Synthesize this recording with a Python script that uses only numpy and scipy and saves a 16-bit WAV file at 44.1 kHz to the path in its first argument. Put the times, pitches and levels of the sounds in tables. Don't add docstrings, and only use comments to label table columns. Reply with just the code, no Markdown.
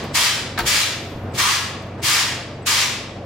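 import sys
import numpy as np
from scipy import signal
from scipy.fft import rfft, irfft, next_fast_len
from scipy.io import wavfile
from scipy.ndimage import uniform_filter1d, map_coordinates

SR = 44100
rng = np.random.default_rng(int(sys.argv[2]) if len(sys.argv) > 2 else 0)


def waveform_to_disk(signal):
    frames = np.transpose(np.atleast_2d(signal))
    scaled = np.clip(frames, -1, 1) * 32767
    samples = np.round(scaled).astype(np.int16)
    wavfile.write(sys.argv[1], SR, samples)


def ratio_of_db(decibels):
    return 10 ** (np.asarray(decibels, float) / 20)


N = 143325


def unit(x):
    return x / np.sqrt(np.mean(x ** 2) + 1e-20)


def along(points, hz):
    f, v = np.transpose(points)
    return np.interp(np.log(hz + 1), np.log(f + 1), v)


def wobble(knots_per_s, n=N):
    at = np.arange(0, n + 64, 64)
    curve = map_coordinates(rng.standard_normal(200), [at * knots_per_s / SR])
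    return np.interp(np.arange(n), at, curve)


def filtered(x, response):
    m = next_fast_len(x.shape[-1] + SR // 4, True)
    hz = np.fft.rfftfreq(m, 1 / SR)
    return irfft(rfft(x, m) * response(hz), m)[..., :x.shape[-1]]


def rush(spectrum, patchy_db, n=N, size=512):
    hz = np.fft.rfftfreq(size, 1 / SR)
    shape = (size // 2 + 1, 2 * n // size + 3)
    z = rng.standard_normal((2, *shape)) + 1j * rng.standard_normal((2, *shape))
    patches = uniform_filter1d(rng.standard_normal(shape), size=size // 80, axis=0)
    patches = uniform_filter1d(patches, size=4096 // size, axis=1)
    gain_db = patchy_db * unit(patches) + along(spectrum, hz)[:, None]
    noise = signal.istft(z * ratio_of_db(gain_db), nperseg=size, window="cosine")[1]
    return unit(noise[:, :n])


# frequency in Hz, t60 in s.
HALL_T60 = [(300, .85), (1200, .78), (3500, .71), (7000, .55), (14000, .36)]


def hall(x):
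    hz, t, z = signal.stft(rng.standard_normal((2, SR)), SR, nperseg=256)
    t60 = along(HALL_T60, hz)[:, None]
    tail = signal.istft(z * ratio_of_db(-60 * t / t60) / np.sqrt(t60), SR, nperseg=256)[1]
    return signal.fftconvolve(x, tail / np.linalg.norm(tail[0]), axes=1)[:, :x.shape[1]]


# frequency in Hz, level in dB.
FAN_LINES = [(94, 0), (119.9, -2), (141.4, -5), (190, -10), (237, -9), (330, -13), (548, -12), (685, -12)]
# frequency in Hz, density in dB per Hz.
ROOM_AIR = [(20, -24), (45, -6), (110, -7), (250, -2), (650, -4), (1000, -14), (2500, -23), (16000, -63)]
# frequency in Hz, density in dB per Hz.
HISS = [(1500, 3), (6000, -8), (12000, -17), (16000, -28)]


def workshop():
    hum_db, air_db, hiss_db = -36.5, -36, -62
    turns = np.cumsum(1 + .004 * wobble(5)) / SR
    hum = np.zeros(N)
    for hz, level_db in FAN_LINES:
        hum += ratio_of_db(level_db + 1.1 * wobble(7)) * np.sin(2 * np.pi * (hz * turns + rng.random()))
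    air = ratio_of_db(air_db) * rush(ROOM_AIR, patchy_db=1.5, size=2048)
    hiss = ratio_of_db(hiss_db + 1.5 * wobble(3)) * rush(HISS, patchy_db=1.2)
    return ratio_of_db(hum_db) * hum + air + hiss


# time in s, rumble level in dB.
MOVING = [(0, -34), (.2, -29), (.3, -41), (.5, -37), (.66, -33), (.85, -42), (1.1, -38), (1.2, -35),
          (1.39, -31), (1.5, -42), (1.9, -38), (2.08, -32), (2.3, -44), (3.25, -44)]
# frequency in Hz, density in dB per Hz.
RUMBLE = [(20, -35), (60, -8), (100, 0), (250, -7), (700, -9), (1500, -19), (6000, -42), (16000, -65)]
# frequency in Hz, density in dB per Hz.
RUSTLE = [(1000, -5), (3000, -10), (9000, -14), (13000, -3), (16000, -18)]


def handling():
    rustle_s, rustle_wide_s, rustle_db = 1.08, .14, -57
    t = np.arange(N) / SR
    s, db = np.transpose(MOVING)
    rumble = ratio_of_db(np.interp(t, s, db) + 2.5 * wobble(40)) * rush(RUMBLE, patchy_db=1.5, size=2048)
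    brush = ratio_of_db(rustle_db - 6 * ((t - rustle_s) / rustle_wide_s) ** 2)
    return rumble + brush * rush(RUSTLE, patchy_db=3.5)


# start in s, ring level in dB, crack over ring in dB.
KNOCKS = [
    (.576, -23, 6),
    (.5885, -13, -1.5),
    (.602, -26, 4),
]
# frequency in Hz, level in dB, t60 in s.
HOOD_MODES = [(350, -9, .12), (716, -9, .14), (930, -6, .12), (1290, -8, .12), (1556, 0, .05),
              (1720, -4, .04), (2240, -8, .04), (3800, -12, .04), (4290, -14, .05)]
# frequency in Hz, density in dB per Hz.
CRACK = [(100, -14), (400, -8), (1500, 0), (2600, -9), (4000, -6), (6500, -17), (16000, -40)]
# start in s, frequency in Hz, level in dB, t60 in s.
THUMPS = [
    (.615, 56, -27, .35),
    (.643, 130, -21, .08),
    (1.15, 60, -30, .15),
    (1.161, 280, -21, .015),
    (1.175, 300, -23, .015),
    (1.227, 280, -23, .015),
    (1.246, 250, -25, .02),
    (1.288, 420, -18, .012),
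    (1.24, 95, -29, .6),
]
# start in s, level in dB.
TICKS = [
    (.039, -38),
    (.588, -21),
    (.6, -30),
    (1.688, -52),
    (1.824, -52),
    (1.866, -57),
    (3.246, -56),
]
# frequency in Hz, density in dB per Hz.
TICK = [(3000, -14), (7000, -3), (15000, 0)]


def hood():
    rise_s, crack_t60_s, tick_t60_s, hall_db = .0015, .075, .045, -7
    ring, crack, tick = np.zeros((3, N + SR))
    t = np.arange(SR // 4) / SR
    rise = 1 - np.exp(-t / rise_s)
    for s, db, crack_db in KNOCKS:
        here = slice(round(s * SR), round(s * SR) + len(t))
        for hz, level_db, t60 in HOOD_MODES:
            decay = ratio_of_db(level_db + rng.normal(0, 2) - 60 * t / t60)
            ring[here] += ratio_of_db(db) * rise * decay * np.sin(2 * np.pi * (hz * t + rng.random()))
        crack[here] += rise * ratio_of_db(db + crack_db - 60 * t / crack_t60_s)
    for s, hz, db, t60 in THUMPS:
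        ring[round(s * SR):][:len(t)] += ratio_of_db(db - 60 * t / t60) * np.sin(2 * np.pi * hz * t)
    for s, db in TICKS:
        tick[round(s * SR):][:len(t)] += ratio_of_db(db - 60 * t / tick_t60_s)
    direct = ring[:N] + crack[:N] * rush(CRACK, patchy_db=2.5) + tick[:N] * rush(TICK, patchy_db=1.2)
    return direct + ratio_of_db(hall_db) * hall(direct)


# start in s, length in s, level in dB.
PEEPS = [
    (.115, .03, -52),
    (1.318, .014, -52),
    (2.0, .012, -55),
    (2.62, .022, -52),
]


def valve():
    t = np.arange(N) / SR
    shape = np.zeros(N)
    for s, length, db in PEEPS:
        shape += ratio_of_db(db) * np.sin(np.pi * np.clip((t - s) / length, 0, 1))
    peep_hz = 7800 + 60 * wobble(40)
    whistle = shape * np.sin(2 * np.pi * np.cumsum(peep_hz) / SR)
    return np.outer([1, 1], whistle)


# valve cracks in s, leak over full flow in dB, fully open in s, held in s, level in dB.
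BLASTS = [
    (-.45, -14, -.35, .15, -12),
    (.132, -12, .149, .12, -12),
    (.648, -12, .67, .14, -12),
    (1.333, -17, 1.386, .145, -13.5),
    (2.015, -15, 2.055, .135, -12),
    (2.652, -14, 2.668, .16, -13),
]
# engine bay answer in dB, opening in s, closing in s.
TRIGGER = [
    (-26, .016, .1),
    (-28, .014, .15),
    (-33, .022, .12),
    (-22, .024, .13),
    (-23, .06, .15),
    (-26, .018, .1),
]
# frequency in Hz, density in dB per Hz.
JET = [(300, -30), (650, -13), (1300, -7), (2200, -1.5), (3300, -1.5), (5000, -3.5), (7500, -8.5),
       (16000, -27)]
# frequency in Hz, density in dB per Hz.
FIZZ = [(2500, -25), (4700, -1), (6000, -2), (10000, -5), (15800, -13)]
# frequency in Hz, density in dB per Hz.
HOLLOW = [(650, -40), (880, -8), (1150, 0), (1350, -8), (1800, -5), (2600, -25), (4000, -60)]
# frequency in Hz, width in Hz, boost in dB.
PANEL = [(955, 14, 3), (1122, 18, 6), (1180, 14, 5), (1209, 8, 7), (1664, 14, 5), (1836, 14, 4),
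         (1935, 24, 3), (2158, 16, 3), (2370, 16, 3), (3350, 20, 3), (4590, 20, 3), (4838, 16, 4)]


def panel(hz):
    response = 1
    for centre, width, db in PANEL:
        damping = 1j * hz * width
        response = response + (ratio_of_db(db) - 1) * damping / (centre ** 2 - hz ** 2 + damping)
    return response


def air_gun():
    crack_s, sag_db_per_s = .022, 7
    fizz_db, fizz_sag_db_per_s = -4.5, 90
    hall_db = -2.5
    pre = SR // 2
    n = N + pre
    t = (np.arange(n) - pre) / SR
    body, fizz, hollow = np.zeros((3, n))

    def ramp(start_s, length_s):
        return np.clip((t - start_s) / length_s, 0, 1)

    for (s, leak_db, full, held, db), (bay_db, opens, closes) in zip(BLASTS, TRIGGER):
        leak = ratio_of_db(leak_db)
        opening = leak * ramp(s, crack_s) + (1 - leak) * ramp(full - opens / 2, opens)
        flow = opening * (1 - ramp(full + held, closes)) ** 2
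        since = np.clip(t - full, 0, 1)
        body += ratio_of_db(db - sag_db_per_s * since) * flow
        hollow += ratio_of_db(bay_db) * flow ** 1.3
        fizz += ratio_of_db(db + fizz_db - fizz_sag_db_per_s * since) * flow ** 1.1
    jet = body * ratio_of_db(.8 * wobble(25, n)) * rush(JET, patchy_db=.8, n=n)
    jet += fizz * ratio_of_db(1.2 * wobble(30, n)) * rush(FIZZ, patchy_db=1.2, n=n)
    jet += hollow * rush(HOLLOW, patchy_db=2.5, n=n)
    jet = filtered(jet, panel)
    wet = ratio_of_db(hall_db)
    return ((jet + wet * hall(jet)) / np.hypot(1, wet))[:, pre:]


# frequency in Hz, left-right likeness from 0 to 1.
ALIKE = [(110, .999999), (180, .999), (350, .985), (700, .9), (1400, .7), (3000, .46), (6000, .3),
         (12000, .37)]
# frequency in Hz, left over right in dB.
LEAN = [(1500, 0), (5000, 2), (15000, 1)]


def spread(pair):
    m = next_fast_len(N + SR // 4, True)
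    hz = np.fft.rfftfreq(m, 1 / SR)
    a, b = rfft(pair, m)
    turn = np.arccos(np.clip(along(ALIKE, hz), -1, 1)) / 2
    lean = ratio_of_db(along(LEAN, hz) / 2)
    mid, side = a * np.cos(turn), b * np.sin(turn)
    return irfft(np.array([(mid + side) * lean, (mid - side) / lean]), m)[:, :N]


def scene():
    return spread(workshop() + handling() + hood() + valve() + air_gun())


def roll_off(x):
    return signal.sosfilt(signal.butter(12, 15940, fs=SR, output="sos"), x)


def record(dry):
    duck_from_db, duck_share, duck_s, top_hz = -23, .35, .05, 15920
    power = np.mean(dry ** 2, 0)
    power = uniform_filter1d(power, int(duck_s * SR), origin=int(duck_s * SR / 4))
    level_db = 10 * np.log10(np.abs(power) + 1e-12)
    duck = ratio_of_db(-duck_share * np.maximum(level_db - duck_from_db, 0))
    mix = filtered(dry, lambda hz: hz < top_hz) * duck
    return roll_off(mix)


dry = scene()
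out = record(dry)
waveform_to_disk(out)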